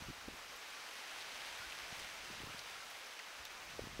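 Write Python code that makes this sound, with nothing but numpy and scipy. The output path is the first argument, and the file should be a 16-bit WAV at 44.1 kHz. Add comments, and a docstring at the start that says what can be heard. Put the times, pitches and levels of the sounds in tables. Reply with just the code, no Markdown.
"""Breeze beside a pond

A breeze swells and eases in the leaves, whose countless contacts add up to an even hiss with a
fine rustle in it. A few faint ticks, as of twigs or drops, stand out, with brief distant chirps.
Air nudges the microphone with soft bumps and a low flutter, and a steady far wash lies beneath.
Both channels carry the same sound."""
import sys
import numpy as np
from scipy import signal
from scipy.io import wavfile

SR = 44100
rng = np.random.default_rng(int(sys.argv[2]) if len(sys.argv) > 2 else 0)


def generate_wav(sig):
    """Save sig (samples, or channels by samples) to the path in sys.argv[1] as 16-bit PCM at SR."""
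    pcm = np.round(np.clip(np.atleast_2d(sig).T, -1, 1) * 32767).astype(np.int16)
    wavfile.write(sys.argv[1], SR, pcm)


N = 176400
TIME = np.arange(N) / SR

# Strength of the breeze, heard in the leaves. Each row: time in seconds, level in dB.
BREEZE_LEVEL = [(0, -54), (.35, -54), (.8, -52), (1.25, -50.1), (1.5, -49.5), (1.83, -51), (1.95, -49.5),
                (2.15, -51), (2.8, -52), (3.4, -54), (4, -53.5)]
# Spectrum of the leaves. Each row: frequency in Hz, relative spectral density in dB.
LEAF_SPECTRUM = [(100, -43), (250, -11.5), (500, -7), (800, -1), (1100, -3), (1350, 0.5), (1700, 1),
                 (2400, 2), (3800, -2.5), (5600, -6.5), (7600, -14.5), (10500, -15), (13000, -24),
                 (15500, -27)]
# Small ticks. Each row: start in seconds, level in dB, centre in Hz, bandwidth in octaves,
# time to decay by 60 dB in seconds, tail level in dB relative to the crack.
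TICK_EVENTS = [(.56, -57, 12500, 0.56, 0.064, -9.5), (1.205, -45, 3900, 0.69, 0.13, -9.5),
               (1.722, -29.5, 2600, 0.5, 0.0071, -18), (1.994, -44, 4500, 2.3, 0.053, -9.5),
               (2.5825, -49, 9300, .4, .012, -10), (2.5922, -34, 3750, 0.95, 0.013, -12),
               (2.9, -57, 10900, .6, 0.2, -9.5), (3.192, -38, 3000, 1.5, 0.018, -14),
               (3.4516, -31, 14200, .3, 0.003, -21), (3.4526, -37.5, 3300, 1.7, 0.0061, -7),
               (3.453, -44.5, 3700, .15, 0.065, -9)]
# Chirps, as of far birds or drips. Each row: midpoint in seconds, level in dB,
# pitch at the midpoint in Hz, glide in Hz per second, length in seconds.
CHIRP_EVENTS = [(1.633, -52.5, 1470, 3500, 0.092), (2.762, -50.5, 1380, 0, 0.039),
                (2.832, -55, 1330, 0, .045), (3.197, -49, 2104, -62000, .035)]
# Nudges of air on the microphone. Each row: midpoint in seconds, peak in dB, pitch in Hz,
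# Gaussian width in cycles.
BUMP_EVENTS = [(0.0226, -43, 90, 0.13), (.0685, -50, 90, .3), (0.0864, -45, 150, 0.13),
               (0.0919, -44.5, 280, 0.23), (0.1008, -45, 149, 0.24), (0.108, -43, 260, 0.41),
               (0.2823, -42, 140, 0.15), (0.2859, -38.5, 283, 0.18), (0.3379, -54, 322, 0.5),
               (0.346, -56, 220, 0.31), (1.607, -59, 85, 0.52), (1.68, -59, 60, 0.61),
               (1.928, -48.5, 149, 0.28), (2.05, -61, 160, 0.29), (2.303, -48, 350, 0.69),
               (2.3123, -49, 193, 0.42), (2.4045, -46.5, 250, 0.44), (2.4355, -44.5, 310, 0.33),
               (2.443, -48, 120, .3), (2.474, -48.5, 248, 0.31), (2.547, -51, 190, 0.39),
               (3.41, -60, 64.7, .5), (3.794, -32, 475, 0.49), (3.8225, -45, 79, 0.2),
               (3.8402, -41.5, 215, 0.24), (3.873, -42.5, 260, 0.22), (3.9953, -33, 320, 0.24)]
# Strength of the air's flutter on the microphone. 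Each row: time in seconds, level in dB.
FLUTTER_LEVEL = [(0, -44), (.045, -64), (.095, -53.5), (.15, -70), (.25, -61), (.4, -68), (.7, -86),
                 (1.0, -82), (1.35, -74), (1.75, -71), (1.92, -68), (2.07, -65), (2.18, -71), (2.47, -60.5),
                 (2.8, -77), (3.2, -88), (3.4, -74), (3.55, -74), (3.76, -61), (3.84, -58), (4, -59)]
# Spectrum of the flutter. Each row: frequency in Hz, relative spectral density in dB.
FLUTTER_SPECTRUM = [(20, -0.5), (40, 0.5), (80, -2.5), (160, -6.5), (350, -14), (600, -34), (1200, -71)]
# Spectrum of the far wash. Each row: frequency in Hz, relative spectral density in dB.
WASH_SPECTRUM = [(30, -6.5), (120, -14), (300, -6), (600, 1), (900, 1), (1140, 3), (1400, 2), (1800, -4),
                 (3000, -16), (6000, -5.5), (8000, -15.5), (15500, -19.5)]


def leaves(hiss_db=0.13, rustle_db=-9, touches_per_s=250, spread_db=3, flicker_db=0.63):
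    """Incoherent addition: far leaves merge to a hiss; near ones touch more often as the breeze rises."""
    breeze_db = in_time(BREEZE_LEVEL)
    hiss = from_db(hiss_db) * noise(LEAF_SPECTRUM, flicker_db)
    touch_rate = touches_per_s * from_db(breeze_db - breeze_db.mean())
    touches = rng.random((2, N)) < touch_rate / (2 * SR)   # two streams share the rate
    sizes = from_db(spread_db * np.minimum(rng.exponential(1, (2, N)), 4))
    signs = rng.choice([-1, 1], (2, N))
    rustle = from_db(rustle_db) * coloured(touches * sizes * signs, LEAF_SPECTRUM, flicker_db)
    return from_db(breeze_db) * (hiss + rustle)


def ticks(tail_t60_s=0.06):
    """Exponential decay: each narrow or broad crack dies away with a weak tail of scattered sound."""
    out, age = np.zeros(N), TIME[:SR // 4]
    for start, db, hz, octaves, t60, tail_db in TICK_EVENTS:
        envelope = from_db(-60 * age / t60) + from_db(tail_db - 60 * age / tail_t60_s)
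        edge_ratio = 2 ** (octaves / 2)
        burst = band(rng.standard_normal(len(age)), hz / edge_ratio, hz * edge_ratio)
        crack = rms_one(burst) * envelope / 2
        out += from_db(db) * np.interp(TIME - start, age, crack, left=0, right=0)
    return out


def chirps(scatter_share=0.35, waver_hz=99):
    """Scattering: foliage blurs the amplitude and phase of tones that swell and fade, some gliding."""
    out = np.zeros(N)
    scatter = 1 + scatter_share * (drift(waver_hz) + 1j * drift(waver_hz))
    for middle, db, hz, glide, length in CHIRP_EVENTS:
        offset = TIME - middle
        swell = np.cos(np.pi * np.clip(offset / length, -.5, .5)) ** 2
        phase = 2 * np.pi * (hz + glide * offset / 2) * offset
        out += from_db(db) * swell * np.real(scatter * np.exp(1j * phase))
    return out


def air_on_microphone():
    """Pressure fluctuation: each nudge of air swings down and up about once, over an uneven flutter."""
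    out = from_db(in_time(FLUTTER_LEVEL)) * noise(FLUTTER_SPECTRUM, flicker_db=2)
    for middle, db, hz, width in BUMP_EVENTS:
        cycles = (TIME - middle) * hz
        window = np.exp(-.5 * np.minimum(np.abs(cycles / width), 10) ** 2)
        swing = np.sin(2 * np.pi * cycles) * window
        out += from_db(db) * swing / np.abs(swing).max()
    return out


def far_wash(level_db=-57.5):
    """Stationary noise: a distant wash flickers slightly about a constant level."""
    return from_db(level_db) * noise(WASH_SPECTRUM, flicker_db=1.5)


def noise(spectrum, flicker_db):
    """Spectral shaping turns white noise into coloured noise of unit rms."""
    return coloured(rng.standard_normal((2, N)), spectrum, flicker_db)


def coloured(sources, spectrum, flicker_db):
    """Filter bank: two excitations feed alternate third-octave bands that flicker partly together."""
    edges = 20 * 2 ** (np.arange(31) / 3)
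    out, common_drift = 0, drift(rate_hz=9.8)
    for k, (low, high) in enumerate(zip(edges, edges[1:])):
        flicker = 0.68 * common_drift + drift(rate_hz=19.6)
        level_db = at_hz(spectrum, np.sqrt(low * high)) + flicker_db * flicker
        out = out + from_db(level_db) * band(sources[k % 2], low, high)
    return rms_one(out)


def drift(rate_hz):
    """Low-pass filtering of noise gives slow random motion of unit rms."""
    step, settling = 40, 2000   # samples per control point; points for the filter to settle
    pole = np.exp(-2 * np.pi * rate_hz * step / SR)
    white = rng.standard_normal(N // step + settling + 2)
    slow = signal.lfilter([1], [1, -2 * pole, pole * pole], white)[settling:]
    return np.interp(np.arange(N) / step, np.arange(len(slow)), rms_one(slow))


def band(x, low, high):
    """A band-pass filter with gentle slopes, its edges in Hz."""
    sections = signal.butter(2, [low, min(high, .45 * SR)], "band", fs=SR, output="sos")
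    return signal.sosfilt(sections, x + 1e-18)


def at_hz(spectrum, hz):
    """Interpolation of a spectrum on a logarithmic frequency axis."""
    freqs, levels = np.transpose(spectrum)
    return np.interp(np.log(hz), np.log(freqs), levels)


def in_time(rows):
    """Linear interpolation of a control curve at every sample."""
    return np.interp(TIME, *np.transpose(rows))


def from_db(db):
    """Amplitude grows tenfold for every 20 dB."""
    return 10 ** (np.asarray(db) / 20)


def rms_one(x):
    """Normalisation to unit rms."""
    return x / np.sqrt(np.mean(x ** 2) + 1e-20)


def scene():
    """Superposition: all pressures add at one microphone, which feeds both channels."""
    mono = leaves() + far_wash() + ticks() + chirps() + air_on_microphone()
    return np.array([mono, mono])


def record(dry, cutoff_hz=15730):
    """Band limiting: a steep low-pass filter removes the highest treble."""
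    return signal.sosfilt(signal.ellip(12, .1, 70, cutoff_hz, fs=SR, output="sos"), dry)


dry = scene()
out = record(dry)
generate_wav(out)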